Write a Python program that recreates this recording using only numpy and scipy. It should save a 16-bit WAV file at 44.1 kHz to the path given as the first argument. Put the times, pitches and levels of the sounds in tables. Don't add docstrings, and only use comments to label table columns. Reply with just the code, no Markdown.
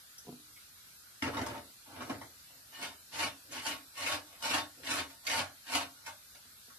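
import sys
import numpy as np
from scipy import signal
from scipy.io import wavfile
from scipy.ndimage import uniform_filter1d

SR = 44100
rng = np.random.default_rng(int(sys.argv[2]) if len(sys.argv) > 2 else 0)


def digitize_waveform(pressure):
    field = np.atleast_2d(pressure).T
    bounded = np.clip(field, -1, 1)
    quanta = np.round(bounded * 32767).astype(np.int16)
    wavfile.write(sys.argv[1], SR, quanta)


def boost_factor(decibels):
    exponent = np.asarray(decibels, float) / 20
    return 10 ** exponent


N = 299412

# freq_hz, density_db_per_hz
HISS_SPECTRUM = [(20, -66), (70, 5), (105, -4), (170, -5.5), (400, -13), (1000, -10.5), (1400, -2),
                 (1900, -7.5), (3000, -7), (4200, -2), (5500, -5), (7500, -6.5), (11200, -5), (12400, 0),
                 (13500, -13)]
# freq_hz, likeness
HISS_LIKENESS = [(60, 0.87), (230, 0.53), (890, -0.031), (3440, -0.047), (13300, -0.023)]
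# freq_hz, t60_s
KITCHEN_T60 = [(100, 0.49), (1000, 0.24), (4000, 0.23), (12000, 0.17)]
# freq_hz, likeness
ECHO_LIKENESS = [(60, 1), (300, 0.78), (700, 0.45), (1500, 0.17), (13000, 0.21)]
# start_s, peak_db, ring_hz
TICKS = [
    (0.182, -32, 5780),
    (0.5628, -41.5, 2290),
    (0.5714, -43, 2190),
    (0.589, -63, 4300),
    (0.6006, -46, 4260),
]
# start_s, peak_db
BUMPS = [
    (0.249, -61),
    (0.268, -49.5),
    (0.279, -47),
    (0.288, -43),
    (0.324, -48),
    (6.454, -65.5),
    (6.679, -63),
]
# freq_hz, level_db, t60_s
CUPBOARD_MODES = [(147.4, -1.5, 0.13), (247, 1.5, 0.17), (302.3, -14, 0.64), (332, -4, 0.09),
                  (426, 9.5, 0.03), (489, -9.5, 0.078), (700, 4.5, 0.031), (954, 9.5, 0.013)]
MODE_HZ = [88, 147, 269, 303, 435, 643, 681, 908, 1104, 1446, 1548, 1677, 1810, 2155, 2362, 2477, 2906,
           3110, 3616, 4058, 4565, 5010, 5580]
# width_hz, level_db
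MODE_WIDTH_LEVEL = [(19.44, -12), (14, -6.5), (16.4, 0), (15.4, -4), (22, -11), (21.4, -4.5), (18.3, -36),
                    (13.3, 3.5), (13.9, -1.5), (20, -1.5), (16.8, -16), (5.1, -5.5), (11.7, 1), (21.6, -5),
                    (26, 1), (10.9, -7), (15.1, 0.5), (20.2, -4.5), (24, -2), (12, -25), (26, -26),
                    (20, -30), (21.6, -6.5)]
# freq_hz, density_db_per_hz
WEAK_MODES = [(90, -26.5), (180, -18.5), (280, -26.5), (400, -21), (560, -5), (900, -18), (1500, -4.5),
              (2980, -12), (3450, -16.5), (4190, -9.5), (7000, -17), (11000, -17.5), (12000, -18.5),
              (13500, -30)]
# freq_hz, t60_s
WEAK_T60 = [(100, 0.23), (1000, 0.23), (4000, 0.13), (12000, 0.15)]
BAND_EDGES_HZ = [0, 180, 480, 1600, 5000, 22050]
# start_s, peak_db, weight_db, tooth_db, fizz_db (tooth, fizz above wall ring)
KNOCKS = [(1.221, -21.5, 7, 3.5, -10), (1.249, -34.5, 2.5, -18.5, -15), (1.333, -28.5, 7, -12, -20),
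          (1.367, -21.5, 0, -4.5, -28), (1.462, -32.5, -16, -13, -3), (2.005, -25.5, 7, -8.5, -21),
          (2.096, -26, 9, -5, -19), (2.214, -41, -16, -3.5, -13), (2.503, -47.5, -17, -5, -21),
          (3.138, -64, -3, 2, -7), (3.519, -42.5, -8, 0, 5.5), (4.061, -25, -11, 5.5, -10),
          (4.423, -53, 8, -7, 17), (5.266, -29.5, 1, 9.5, -1), (5.676, -57, -8, 6, -13),
          (6.061, -34.5, -0.5, 0.5, -2.5), (6.347, -47, 0, 5, -6), (6.7, -51, 0, -21, -20)]
# touch_s, swell_s, hold_s, full_pressure_db, swell_gain_db
SLIDES = [
    (1.222, 0.023, 0.022, -31.5, 19),
    (1.328, 0.013, 0.018, -37, 7),
    (1.365, 0.016, .04, -38, 3),
    (1.455, 0.027, 0.025, -38.5, 1.5),
    (1.545, 0.0075, 0.024, -47, 4),
    (1.86, 0.138, 0.014, -45, 9),
    (2.006, 0.016, 0.09, -46, 12),
    (2.097, 0.0035, 0.028, -41, -11.5),
    (2.214, 0.0063, 0.01, -52, -12),
    (2.49, 0.038, 0.043, -68, 1),
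]
# touch_s, swell_s, hold_s, full_pressure_db, swell_gain_db
LEANS = [
    (2.7, 0.071, 0.036, -71.5, 7.6),
    (3.09, 0.052, 0.033, -74, 6.4),
    (3.455, 0.037, 0.13, -69, 5.5),
    (4.77, 0.026, 0.17, -67.5, 1.4),
]
# touch_s, swell_s, hold_s, full_pressure_db, swell_gain_db
STROKES = [(2.728, .11, 0.037, -40.5, 11), (3.138, 0.089, 0.028, -34.5, 7),
           (3.515, 0.041, 0.038, -41.5, 7.5), (3.645, 0.029, 0.054, -35, 2.5),
           (3.972, 0.068, 0.059, -38, 2.5), (4.066, 0.059, 0.019, -34.5, 0), (4.27, 0.056, 0.1, -59.5, 1.5),
           (4.425, 0.12, 0.041, -32, 9.5), (4.856, 0.11, 0.026, -32, 9), (5.1, 0.033, 0.06, -65, -10.5),
           (5.272, 0.036, 0.038, -34, 5.5), (5.33, 0.027, 0.046, -30.5, 0),
           (5.682, 0.061, 0.069, -32.5, 11), (5.97, .02, .03, -72.5, -9.5),
           (6.072, 0.0066, 0.0065, -50, -6.5)]
# freq_hz, leaning
DROPOUT_LEANING = [(1500, .3), (1900, 1.15), (3400, 1.15), (4000, .3), (13000, .1)]

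GRATING_START_S = 2.68
SLIDE_TOUCH_DB, SLIDE_LIFT_DB = (-4.5, -2.5, -12), (0, -3.5, -16)
STROKE_TOUCH_DB, STROKE_LIFT_DB = (-10, 2, -5), (-6, 0.5, -9.5)
LEAN_DB = (11, -13, -24)
SLIDE_DB_PER_S, STROKE_DB_PER_S = (3200, 29, 260), (600, 81, 464)
CLUMP_DB, WANDER_DB = -0.62, 1.23
KNOCK_BOOM_DB, KNOCK_THUMP_DB, THUMP_PER_WEIGHT = -11, -23.5, 1.1


def evened(x):
    return x / np.sqrt(np.mean(x ** 2) + 1e-20)


def read(points, hz):
    f, value = np.transpose(points)
    return np.interp(np.log(hz + 1), np.log(f + 1), value)


def drift(samples, count=1):
    noise = rng.standard_normal((N, count)).T
    return evened(uniform_filter1d(uniform_filter1d(noise, samples), samples))


def noise_pair(likeness, frames):
    a, b, c, d = rng.standard_normal((frames, len(likeness), 4)).T
    likeness = np.clip(likeness, -1, 1)[:, None]
    left, other = a + 1j * b, c + 1j * d
    return np.array([left, likeness * left + np.sqrt(1 - likeness ** 2) * other])


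def dying_noise(colour_db, t60_s, likeness, length):
    hz = np.fft.rfftfreq(512, 1 / SR)
    t = np.arange(length // 128 + 5) * 128 / SR
    decay_db = 60 * t / np.maximum(read(t60_s, hz), 0.01)[:, None]
    z = noise_pair(read(likeness, hz), len(t)) * boost_factor(read(colour_db, hz)[:, None] - decay_db)
    tail = signal.istft(z, nperseg=512, noverlap=384)[1][:, :length]
    return tail / np.linalg.norm(tail[0])


def hiss():
    hz, frames = np.fft.rfftfreq(1024, 1 / SR), N // 256 + 5
    patches = rng.standard_normal((frames, 513)).T
    patches_db = evened(uniform_filter1d(uniform_filter1d(patches, 14, 0), 14, 1))
    z = noise_pair(read(HISS_LIKENESS, hz), frames) * boost_factor(read(HISS_SPECTRUM, hz)[:, None] + patches_db)
    return boost_factor(-56) * evened(signal.istft(z, nperseg=1024, noverlap=768)[1][:, :N])


def kitchen(x):
    tail = dying_noise([(50, -3), (13000, 4.5)], KITCHEN_T60, ECHO_LIKENESS, SR // 2)
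    delayed = np.pad(x.mean(0), (200, 0))[None]
    return signal.fftconvolve(delayed, tail, axes=1)[:, :N]


def ticks():
    t, out = np.arange(SR // 2) / SR, np.zeros(N)
    for start_s, peak_db, ring_hz in TICKS:
        grit = rng.standard_normal(len(t))
        ring = np.sin(2 * np.pi * ring_hz * t + np.cumsum(0.19 * grit)) / 3
        ring = ring + 0.22 * np.diff(grit, prepend=0)
        out[round(start_s * SR):][:len(t)] += boost_factor(peak_db - 7 - 60 * t / 0.1) * ring
    return out


def cupboard_bumps():
    t, out = np.arange(SR // 2) / SR, np.zeros(N)
    for start_s, peak_db in BUMPS:
        ring = np.zeros(len(t))
        for hz, level_db, t60_s in CUPBOARD_MODES:
            ring += boost_factor(level_db - 60 * t / t60_s) * np.sin(2 * np.pi * hz * t + rng.uniform(0, 2 * np.pi))
        push = boost_factor(peak_db - 5) * ring * np.minimum(t / 0.005, 1)
        part = out[round(start_s * SR):][:len(t)]
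        part += push[:len(part)]
    return out


def box(soft_hz, grip, length=8192):
    t, clear = np.arange(length) / SR, np.zeros((2, length))
    for hz, (width_hz, level_db) in zip(MODE_HZ, MODE_WIDTH_LEVEL):
        spot_db = 2.34 * rng.standard_normal()
        phase = rng.uniform(0, 2 * np.pi) + rng.standard_normal((2, 1)) * hz / 2230
        decay = np.exp(-np.pi * grip * width_hz * t)
        ring = decay * np.sin(2 * np.pi * hz * t + phase) * np.minimum(t * hz, 1)
        clear += boost_factor(level_db + spot_db) * np.sqrt(width_hz) * ring
    answer = boost_factor(-4.5) * clear / np.linalg.norm(clear[0])
    answer = answer + dying_noise(WEAK_MODES, WEAK_T60, ECHO_LIKENESS, length)
    answer = signal.lfilter(*signal.butter(1, soft_hz, fs=SR), answer)
    bands = []
    for lo, hi in zip(BAND_EDGES_HZ, BAND_EDGES_HZ[1:]):
        low_pass = signal.butter(3, min(hi, SR / 2 - 9), fs=SR, output="sos")
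        high_pass = signal.butter(3, max(lo, 72), "high", fs=SR, output="sos")
        band = signal.sosfilt(high_pass, signal.sosfilt(low_pass, answer))
        bands.append(band / np.linalg.norm(band[0]))
    thump, boom, wall, tooth, fizz = bands
    return [wall, boom, tooth, fizz, thump]


def pressure(rows, touch_db, lift_db, slopes_db_per_s, thump_db):
    t, power = np.arange(N) / SR, np.zeros((5, N))
    land, sag, lift = slopes_db_per_s
    for touch_s, swell_s, hold_s, full_db, swell_db in rows:
        at = round(touch_s * SR)
        inside = slice(at - SR // 10, at + SR // 2)
        since = t[inside] - touch_s
        swell_s = swell_s + 1 / SR
        length_s = swell_s + hold_s
        wall_db = full_db - land * np.maximum(-since, 0)
        wall_db -= swell_db * np.clip(1 - since / swell_s, 0, 1)
        wall_db -= sag * np.maximum(since - swell_s, 0)
        wall_db -= lift * np.maximum(since - length_s, 0)
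        done = np.clip(since / length_s, 0, 1)
        boom, tooth, fizz = [a + (b - a) * done for a, b in zip(touch_db, lift_db)]
        above_db = np.array([0 * boom, boom, tooth, fizz, boom + thump_db])
        power[:, inside] += boost_factor(wall_db + above_db) ** 2
    return np.sqrt(power)


def rubbing():
    rub = pressure(SLIDES, SLIDE_TOUCH_DB, SLIDE_LIFT_DB, SLIDE_DB_PER_S, thump_db=-7)
    rub += pressure(STROKES, STROKE_TOUCH_DB, STROKE_LIFT_DB, STROKE_DB_PER_S, thump_db=-10)
    rub += pressure(LEANS, LEAN_DB, LEAN_DB, STROKE_DB_PER_S, thump_db=-7)
    bite = drift(350)[0]
    wander = np.array([np.roll(bite, k * N // 6) for k in range(1, 6)])
    return boost_factor(-1.5) * rub * evened(boost_factor(CLUMP_DB * bite + WANDER_DB * wander))


def knocks():
    blow, n = np.zeros((5, N)), np.arange(600)
    envelope = np.exp(-n / 118) * np.minimum(n / 60, 1)
    for start_s, peak_db, weight_db, tooth_db, fizz_db in KNOCKS:
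        rattle = rng.standard_normal(600) * envelope
        boom_db = KNOCK_BOOM_DB + weight_db
        thump_db = KNOCK_THUMP_DB + THUMP_PER_WEIGHT * weight_db
        above_db = np.array([0, boom_db, tooth_db, fizz_db, thump_db])[:, None]
        at = round(start_s * SR)
        blow[:, at:at + 600] += boost_factor(peak_db + above_db + 1) * rattle
    return blow


def catches(per_s, spread_db):
    size = boost_factor(spread_db * np.minimum(rng.exponential(1, N), 5)) * rng.choice([-1., 1.], N)
    snags = evened(size * (rng.random(N) < per_s / SR))
    return evened(snags + 0.32 * rng.standard_normal(N))


def grater():
    rub, blow = rubbing(), knocks()
    shares = boost_factor(9.2 * drift(1200, count=5))
    shares = shares / np.linalg.norm(shares, axis=0)
    cut, out = round(GRATING_START_S * SR), np.zeros((2, N + 8192))
    for share in shares:
        force = share * (rub * catches(per_s=350, spread_db=3.64) + blow)
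        moved, grated = box(soft_hz=770, grip=2.36), box(soft_hz=8600, grip=0.94)
        for start, stop, answers in ((0, cut, moved), (cut, N, grated)):
            for drive, answer in zip(force, answers):
                ring = signal.oaconvolve(drive[None, start:stop], answer, axes=1)
                out[:, start:stop + 8191] += ring
    return out[:, :N]


def scene():
    near = grater() + cupboard_bumps() + ticks()
    direct = np.array([np.roll(near[0], 3), near[1]])
    return boost_factor(3.5) * direct + boost_factor(-3) * kitchen(near) + hiss()


def top_cut(x):
    return signal.sosfilt(signal.butter(12, 13350, fs=SR, output="sos"), x)


def record(dry):
    low_pass = signal.firwin(511, 13300, window=("kaiser", 9), fs=SR)
    limited = signal.oaconvolve(dry, low_pass[None], "same")
    hz, t, z = signal.stft(limited, SR, nperseg=2048, noverlap=1536)
    chance = rng.standard_normal((len(t), len(hz))).T
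    chance = evened(uniform_filter1d(uniform_filter1d(chance, size=9, axis=0), size=5, axis=1))
    level_db = 10 * np.log10((abs(z) ** 2).sum((0, 1)) + 1e-12)
    quiet = np.clip(1 - (level_db - np.percentile(level_db, 20)) / 15, 0, 1)
    hz = hz[:, None]
    leaning = read(DROPOUT_LEANING, hz) * quiet + 0.45 * (1 - quiet) * (hz > 4500)
    emptied = np.clip(6 * (chance - 1.9 + leaning), 0, 1) * (hz > 1500)
    loud = level_db + 2 * chance[-300] > np.percentile(level_db, 97)
    emptied = np.maximum(emptied, (hz > 12600) * loud)
    patchy_db = -1.6 * chance * np.clip(hz / 1170, 0, 1)
    z = z * boost_factor(patchy_db - 35 * emptied)
    mix = signal.istft(z, SR, nperseg=2048, noverlap=1536)[1][:, :N]
    return top_cut(mix)


dry = scene()
out = record(dry)
digitize_waveform(out)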